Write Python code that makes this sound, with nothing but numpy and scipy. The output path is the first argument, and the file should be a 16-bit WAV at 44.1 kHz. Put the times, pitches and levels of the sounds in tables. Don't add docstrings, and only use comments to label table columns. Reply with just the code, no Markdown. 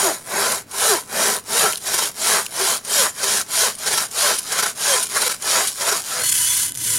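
import sys
import numpy as np
from scipy import signal
from scipy.fft import rfft, irfft, next_fast_len
from scipy.io import wavfile
from scipy.ndimage import uniform_filter1d, map_coordinates

SR = 44100
rng = np.random.default_rng(int(sys.argv[2]) if len(sys.argv) > 2 else 0)


def unload_audio(sound):
    columns = np.transpose(np.atleast_2d(sound))
    steps = np.round(np.clip(columns, -1, 1) * 32767)
    wavfile.write(sys.argv[1], SR, steps.astype(np.int16))


N = 307818
TIME = np.arange(N) / SR
TOP_HZ = 15900

# f/Hz, level/dB per Hz
AIR_COLOUR = [(20, -7.5), (50, -10), (110, 0), (250, -2.5), (600, -10.5), (2000, -18), (8000, -32),
              (16000, -26)]
# f/Hz, t60/s
WOODS_DECAY = [(100, 0.14), (800, 0.19), (4000, 0.36), (14000, 0.18)]

# from t/s, to t/s
DISSOLVE = (6.155, 6.27)
# centre t/s, swell/dB (negative is a stall), half width/s
JUDDER = [(.525, 3, .007), (1.366, 3, .004), (1.875, 3.5, .016), (1.945, 3.5, 0.011), (1.99, 4.5, 0.0092),
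          (2.03, 1.5, .011), (2.611, 2, 0.012), (3.24, 4.5, .012), (3.875, 5, .014), (3.935, 2.5, .014),
          (3.98, 4.5, .009), (4.02, 0.5, .011), (4.525, 4, 0.014), (4.595, 4.5, .013), (4.62, -3.5, .005),
          (4.635, 5, 0.0098), (4.663, 4, 0.0059), (5.167, 3.5, .017), (5.222, 3, .011), (5.268, 2, 0.0074),
          (5.289, -7, 0.0063), (5.32, 4, .009), (5.346, 4, .004), (5.82, 2.5, .013), (5.885, 3.5, 0.017),
          (5.925, 4.5, 0.0095), (6.23, -5.5, 0.0056), (6.31, -5.5, .007), (6.336, -3.5, .005),
          (6.56, -1.5, 0.0063)]
# centre t/s, f/Hz, level/dB before trim, half width/s
SQUEALS = [(.04, 6900, -28, 0.061), (1.601, 6800, -39, .04), (3.022, 6850, -27, .006),
           (3.1, 7090, -32, 0.01), (4.94, 3200, -23, 0.011), (5.55, 6780, -30, 0.041),
           (6.259, 4310, -30, 0.038), (6.261, 3000, -35, .02), (6.45, 3000, -30, 0.023),
           (6.51, 3410, -29, 0.027), (6.919, 3380, -40, 0.034)]

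# start t/s, top tooth rate f/Hz, # thrum level/dB, blade
# level/dB before trim, blade level/dB before trim at the turn where the stroke begins
HAND_STROKES = [(6.1, 500, -47, -17, -36), (6.734, 490, -42, -18, -39), (7.17, 490, -46, -17.5, -39)]
HAND_SWING = [(0.58, 4.1, 6.8), (.5, 3, 3)]
# t/s, level/dB before trim
SPLINTERS = [(6.7208, -10), (6.7446, -14), (6.7517, -10.5), (6.758, -11), (6.774, -8)]
# f/Hz, level/dB per Hz
STUMP_COLOUR = [(60, -47), (300, -23.5), (800, -24), (1000, -22.5), (1450, -11.5), (2400, -12.5),
                (4000, -9.5), (6000, -5), (8600, -1.5), (9500, 1), (11200, -1.5), (13000, -10),
                (16000, -19)]
# f/Hz, width/Hz, lift/dB
HAND_SAW_MODES = [(985, 57, 17.4), (1544, 91, 5.5), (2024, 66, 9.4), (3010, 58, 12.6), (3350, 120, 8.1),
                  (4360, 200, 4), (6140, 160, 4.9), (6960, 170, 6.9), (9530, 320, 2.7)]
# f/Hz, level/dB per Hz
RATTLE_COLOUR = [(30, -35), (75, -10), (105, -7), (140, -4), (190, -11), (240, -18), (320, -9), (400, -25),
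                 (1000, -53)]
# f/Hz, side over mid level/dB
STUMP_WIDTH = [(150, -41), (500, -16), (1000, -15), (1550, -30), (2000, -17), (4000, -21), (9000, -15.5),
               (14000, -34)]
# f/Hz, side over mid gain (+ is left)
STUMP_LEAN = [(150, 0), (1000, -.03), (9000, -0.019)]

# start t/s, top tooth rate f/Hz, log level/dB, # blade
# level/dB, blade level/dB at the turn where the stroke begins (levels before trim), crest lateness/share of the
STROKES = [(-0.23, 441.4, -24, -20, -41.0, 0.023), (0.225, 390.0, -24.5, -22, -43.5, -0.04),
           (0.656, 497, -24, -17.5, -57.5, 0.046), (1.059, 412.0, -23.5, -19.5, -44.5, -0.032),
           (1.426, 481, -22.5, -17, -49.5, -0.038), (1.798, 488, -28, -20.0, -38, -0.014),
           (2.131, 469.0, -23.5, -16.5, -42, 0.0075), (2.49, 385.0, -26, -19.0, -39, 0.0048),
           (2.815, 599, -23.5, -15.5, -46, 0.1), (3.131, 510, -25.5, -18.5, -39, 0.044),
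           (3.453, 653, -24.0, -16.0, -43, 0.048), (3.76, 512, -25.5, -19.5, -40, 0.044),
           (4.091, 584.0, -21.5, -16.5, -41.5, -0.05), (4.431, 548, -24.5, -20.5, -34, 0.033),
           (4.739, 564, -23, -17, -39, -0.04), (5.083, 567.4, -25, -20, -29.5, -0.14),
           (5.385, 531, -21.5, -17.5, -40.5, -0.095), (5.748, 491, -25, -20.5, -31, 0.028),
           (6.026, 500.0, -27.5, -23.5, -30, -0.0082), (6.38, 500.0, -25.0, -23.0, -33.0, 0.0)]
LOG_SWING = [(0.7, 3.07, 1.04), (.45, 2.18, 4.74)]
BLADE_SWING = [(.54, 2.54, 1.9), (.59, 2.44, 4)]
# t/s, drone gain/dB before blending, half width/s, overtone lift/dB
BITES = [(.07, 1, 0.027, 0.5), (.925, 5.5, 0.022, 0), (1.56, -5, 0.012, -6), (1.655, -1, 0.017, 3),
         (2.33, -11, 0.035, 2.5), (2.62, -6, 0.014, -5), (3.0, -2, 0.02, -1.5), (3.659, -4.5, .018, 7),
         (4.251, -5, 0.018, 0), (4.92, -2.5, 0.022, -4.5), (5.27, -5, 0.0098, 0), (5.57, -7.5, 0.011, 2),
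         (5.93, -8, 0.0066, 0), (6.2, -11, 0.017, -4)]
# multiple of the tooth rate, level/dB before the overtone lift
TOOTH_PARTIALS = [(1, 3), (1.85, -1), (2.8, -8), (3.7, -8)]
# f/Hz, level/dB per Hz
LOG_COLOUR = [(41, -44), (70, -26), (130, -14.5), (228, -5), (265, -10), (399, -3.5), (478, -3.5),
              (677, -3.5), (811, -1), (1030, 1.5), (1240, -3.5), (1550, 0.8), (2100, -3), (2600, -8),
              (3380, -37), (5720, -120)]
# f/Hz, width/Hz, lift/dB
LOG_MODES = [(234, 23, 3.5), (274.7, 40, -13), (410, 37, 6.5), (485, 40, 1.5), (566, 12, 7.5),
             (618, 22, 6.5), (666, 48, 8), (754, 26, 3), (1012, 12, 6.5), (1180, 70, 2.5), (1333, 57, 7.5),
             (1490, 170, 3)]
# f/Hz, width/Hz, lift/dB
LOG_BENDING = [(410, 340, 2.9), (667, 75, 7.1), (1520, 240, 1.6)]
# t/s, bass level/dB
BOOM = [(0, 2), (1.3, 3), (2.5, 0.6), (3.6, -2.5), (6.2, -3.5)]
# f/Hz, level/dB per Hz
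BLADE_COLOUR = [(1410, -24.5), (2400, -7), (2640, -8), (3170, -2.5), (3430, -5.5), (5570, -1.5), (6320, -2),
                (6900, -4), (8350, -4), (9480, 1.5), (12400, -8), (15100, -18.5), (16000, -20)]
# f/Hz, width/Hz, lift/dB
BLADE_MODES = [(3147, 35, 2.8), (3910, 540, 4.1), (4780, 140, 4.1), (5600, 210, 3.2), (6760, 92, 9.7),
               (7000, 68, 9.1), (7260, 200, 1.8), (7660, 126, 6.7), (9240, 400, 1.2)]
# t/s, treble level/dB
SHEEN = [(0, 2.5), (2.3, -0.4), (3.8, -0.8), (4.5, -2), (6.2, -0.8)]
# t/s, scrape level/dB, length/s, ring f/Hz
SNAGS = [(.712, -34.5, .014, 9400), (1.724, -17, 0.0029, 10500), (1.731, -24, 0.0065, 3030),
         (1.757, -18.5, 0.0017, 3620), (1.772, -27, 0.011, 9750), (2.463, -22.5, 0.0043, 2380),
         (2.849, -29.5, 0.01, 9300), (3.194, -40, 0.0092, 3080), (3.413, -21.5, 0.0061, 6820),
         (3.751, -31.5, .009, 9380), (3.786, -31.5, 0.0085, 9400), (4.113, -32, 0.0078, 6940),
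         (4.377, -27, 0.0035, 9500), (4.385, -21, .012, 10200), (4.429, -31, 0.0077, 9500),
         (5.027, -20.5, 0.016, 9460), (5.422, -25.5, 0.0076, 6850), (5.672, -21, 0.025, 9530)]
# f/Hz, side over mid level/dB
LOG_WIDTH = [(150, -29), (300, -16), (700, -14), (1000, -14), (1700, -21.5), (3000, -18.5), (3800, -50),
             (6000, -69), (8200, -19), (11000, -55)]
# f/Hz, side over mid gain (+ is left)
LOG_LEAN = [(150, 0.0071), (300, 0.076), (700, 0.11), (1200, 0.069), (2200, -0.031), (4000, 0), (12000, 0)]

DWELL = 0.02
THRUM_REST_DB = -51
THRUM_HZ, THRUM_SETTLE_S = 100, 0.1107
THRUM_SAG = 0.35
LOG_REST_DB = -62
STEADY_BITE_DB = -19
SLOW_BLADE_DB = -5


def amp(db):
    return 10 ** (np.asarray(db) / 20)


def unit(x):
    return x / np.sqrt(np.mean(x ** 2) + 1e-20)


def along(points, hz):
    f, value = np.transpose(points)
    return np.interp(np.log(hz + 1), np.log(f + 1), value)


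def curves(rows):
    s, *columns = np.transpose(rows)
    return [np.interp(TIME, s, column) for column in columns]


def wobble(rate):
    knots = rng.standard_normal(int(N * rate / SR) + 4)
    return map_coordinates(knots, [TIME * rate / SR])


def swell(s, width):
    return np.exp(-np.minimum(((TIME - s) / width) ** 2 / 2, 20))


def shelf(x, db, edge_hz, side):
    sos = signal.butter(2, edge_hz, side, fs=SR, output="sos")
    part = signal.sosfiltfilt(sos, x)
    return x + (amp(db) - 1) * part


def body(x, spectrum, modes, size=8192):
    hz = np.fft.rfftfreq(size, 1 / SR)
    bumps = sum(lift / (1 + (2 * (hz - f) / width) ** 2) for f, width, lift in modes)
    db = along(spectrum, hz) + bumps
    cepstrum = irfft(np.log(amp(db) + 1e-6))
    cepstrum[1:size // 2] *= 2
    cepstrum[size // 2 + 1:] = 0
    ring = irfft(np.exp(rfft(cepstrum)))
    return signal.fftconvolve(x, ring / np.linalg.norm(ring))[:N]


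def woods(x, size=256):
    hz, t, z = signal.stft(rng.standard_normal((2, SR // 3)), SR, nperseg=size)
    decay = amp(-60 * t / along(WOODS_DECAY, hz)[:, None])
    tail = signal.istft(z * decay, SR, nperseg=size)[1]
    return signal.fftconvolve(x[None], tail / np.linalg.norm(tail[0]), axes=1)[:, :N]


def air():
    hush = body(rng.standard_normal(N), AIR_COLOUR, []) * amp(1.2 * wobble(5))
    return amp(-48.5) * (hush + amp(-16.5) * woods(hush))


def placed(x, width, lean, wet_db):
    scatter = woods(x)
    m = next_fast_len(N + SR // 2)
    hz = np.fft.rfftfreq(m, 1 / SR)
    direct_side = rfft(x, m) * along(lean, hz)
    scatter_side = rfft(scatter[0], m) * amp(along(width, hz))
    side = irfft(direct_side + scatter_side, m)[:N]
    mid = x + amp(wet_db) * scatter[1]
    return np.array([mid + side, mid - side])


def position(strokes):
    start = np.transpose(strokes)[0]
    progress = np.interp(TIME, start, np.arange(len(start)))
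    return progress.astype(int), progress % 1


def teeth(strokes, slip):
    stroke, done = position(strokes)
    speed = np.sin(np.pi * done ** .85)
    rate = np.transpose(strokes)[1][stroke] * speed * (1 + slip * wobble(273))
    return np.cumsum(rate) / SR, speed


def effort(strokes, swing, crest_db, turn_db, late=0):
    stroke, done = position(strokes)
    crest, rise, fall = np.array(swing)[np.arange(len(strokes)) % 2].T
    crest = np.clip(crest + late, .15, .85)[stroke]
    before = np.clip((crest - done) / (crest - DWELL), 0, 1) ** rise[stroke]
    after = np.clip((done - crest) / (1 - DWELL - crest), 0, 1) ** fall[stroke]
    turn_db = np.broadcast_to(turn_db, len(strokes))
    next_turn_db = np.roll(turn_db, -1)
    at_crest = crest_db[stroke] * (1 - before - after)
    return at_crest + turn_db[stroke] * before + next_turn_db[stroke] * after


def fibres(passed, speed, density, spread_db, gating, dust):
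    chance = density * (.06 + speed) / SR
    breaks = (rng.random(N) < chance) * rng.choice([-1, 1], N)
    breaks = breaks * amp(spread_db * rng.standard_normal(N))
    tear = unit(breaks / np.sqrt(chance)) + dust * rng.standard_normal(N)
    return unit(tear * np.exp(gating * np.cos(2 * np.pi * passed)))


def patchy(x, depth_db, size=1024):
    z = signal.stft(x, nperseg=size)[2]
    field = uniform_filter1d(rng.standard_normal(z.shape), size=3, axis=0)
    field = uniform_filter1d(field, size=5, axis=1)
    return unit(signal.istft(z * amp(depth_db * unit(field)), nperseg=size)[1][:N])


def judder():
    gain_db = np.zeros(N)
    for s, swell_db, width in JUDDER:
        near = np.abs(TIME - s) < .08
        u = ((TIME[near] - s) / width) ** 2
        gain_db[near] += swell_db * (1 - u) * np.exp(-u / 2)
    return gain_db


def tone(hz, waver_hz, count):
    drift = unit(uniform_filter1d(rng.standard_normal(count), size=120))
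    return np.sqrt(2) * np.sin(2 * np.pi * np.cumsum(hz + waver_hz * drift) / SR)


def squeals():
    out = np.zeros(N)
    for s, hz, db, width in SQUEALS:
        near = np.abs(TIME - s) < .15
        out[near] += amp(db - 0.5) * swell(s, width)[near] * tone(hz, 45.4, count=near.sum())
    return out


def splinters(t60):
    out, t = np.zeros(N + SR), np.arange(SR // 16) / SR
    for s, db in SPLINTERS:
        out[round(s * SR):][:len(t)] += amp(db - 60 * t / t60) * rng.standard_normal(len(t))
    return out[:N]


def thrum(crest_db, waver, rattle_db):
    stroke, _ = position(HAND_STROKES)
    age = np.maximum(TIME - np.transpose(HAND_STROKES)[0][stroke], 0)
    sag = 1 + THRUM_SAG * np.exp(-age / THRUM_SETTLE_S)
    hz = THRUM_HZ * sag * (1 + waver * wobble(25))
    note = amp(2.5 * wobble(20)) * np.sin(2 * np.pi * np.cumsum(hz) / SR)
    rattle = amp(rattle_db) * unit(body(rng.standard_normal(N), RATTLE_COLOUR, []))
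    return amp(effort(HAND_STROKES, HAND_SWING, crest_db, THRUM_REST_DB)) * (note + rattle)


def hand_saw(jerk_db):
    passed, speed = teeth(HAND_STROKES, slip=.05)
    _, _, thrum_db, crest_db, turn_db = np.transpose(HAND_STROKES)
    blade_db = effort(HAND_STROKES, HAND_SWING, crest_db, turn_db)
    flutter_hz = 28 * (1 + 0.26 * wobble(14))
    flutter = np.sin(2 * np.pi * np.cumsum(flutter_hz) / SR)
    tear = fibres(passed, speed, density=5000, spread_db=2.5, gating=0.21, dust=0.93)
    rasp = patchy(tear, depth_db=2.0)
    drive = rasp * amp(blade_db + jerk_db + 1.26 * flutter + 0.5)
    drive = drive + amp(-8.0) * splinters(t60=0.0068)
    drone = amp(-44.5) * swell(6.94, 0.067) * np.sin(2 * np.pi * passed)
    low = thrum(thrum_db, waver=.07, rattle_db=-1) + drone
    return placed(body(drive, STUMP_COLOUR, HAND_SAW_MODES) + low, STUMP_WIDTH, STUMP_LEAN, wet_db=-29)


def snags(ring_db):
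    out, t = np.zeros(N + SR), np.arange(SR // 16) / SR
    for s, db, length, hz in SNAGS:
        grip = (1 - np.exp(-t / 0.00013)) * np.exp(-(t / length) ** 3)
        scrape = unit(body(rng.standard_normal(len(t)), BLADE_COLOUR, [], size=512)[:len(t)])
        ring = amp(ring_db) * tone(hz, 350, count=len(t))
        out[round(s * SR):][:len(t)] += amp(db) * grip * (scrape + ring)
    return out[:N]


def blade_sound(passed, speed, level_db):
    tear = fibres(passed, speed, density=6000, spread_db=3.0, gating=0.25, dust=0.68)
    rasp = patchy(tear, depth_db=2.6)
    blade = body(rasp * amp(level_db), BLADE_COLOUR, BLADE_MODES)
    blade = shelf(blade, SLOW_BLADE_DB * (1 - speed), edge_hz=7300, side="low")
    return shelf(blade, curves(SHEEN)[0], edge_hz=9300, side="high")


def drone_of(passed, overtones_db, rough):
    partials = []
    for multiple, db in TOOTH_PARTIALS:
        level = amp(db + 3.6 * wobble(130))
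        phase = multiple * (2 * np.pi * passed + rough * wobble(150))
        partials.append(level * np.sin(phase))
    lift = amp(overtones_db)
    push = (partials[0] + lift * sum(partials[1:])) / np.hypot(1, lift)
    return unit(body(push, LOG_COLOUR, LOG_BENDING))


def log_sound(passed, speed):
    bite = amp(STEADY_BITE_DB) + sum(amp(db) * swell(s, width) for s, db, width, _ in BITES)
    drone = drone_of(passed, curves(BITES)[-1], rough=.55)
    tear = fibres(passed, speed, density=3400, spread_db=1.7, gating=0.36, dust=0.52)
    tear = body(patchy(tear, depth_db=2.5), LOG_COLOUR, LOG_MODES)
    tear = shelf(tear, curves(BOOM)[0], edge_hz=780, side="low")
    return (tear + bite * drone) / (1 + bite ** 2) ** 0.21


def bow_saw(jerk_db):
    passed, speed = teeth(STROKES, slip=.07)
    _, _, log_crest_db, blade_crest_db, turn_db, late = np.transpose(STROKES)
    log_db = effort(STROKES, LOG_SWING, log_crest_db, (turn_db + LOG_REST_DB) / 2, late)
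    blade_db = effort(STROKES, BLADE_SWING, blade_crest_db, turn_db, late)
    uneven_db = jerk_db + 0.52 * wobble(70)
    log = log_sound(passed, speed) * amp(log_db + uneven_db + 0.9 * wobble(45) - .2)
    blade = blade_sound(passed, speed, blade_db + uneven_db - .7)
    return placed(log + blade + snags(ring_db=-1.5), LOG_WIDTH, LOG_LEAN, wet_db=-21)


def scene():
    jerk_db = judder()
    fade = np.interp(TIME, DISSOLVE, [0, np.pi / 2])
    saws = np.cos(fade) * bow_saw(jerk_db) + np.sin(fade) * hand_saw(jerk_db)
    return saws + squeals() + air()


def record(dry):
    m = next_fast_len(N + SR // 2)
    passband = np.fft.rfftfreq(m, 1 / SR) < TOP_HZ
    return irfft(rfft(dry, m) * passband, m)[:, :N]


dry = scene()
out = record(dry)
unload_audio(out)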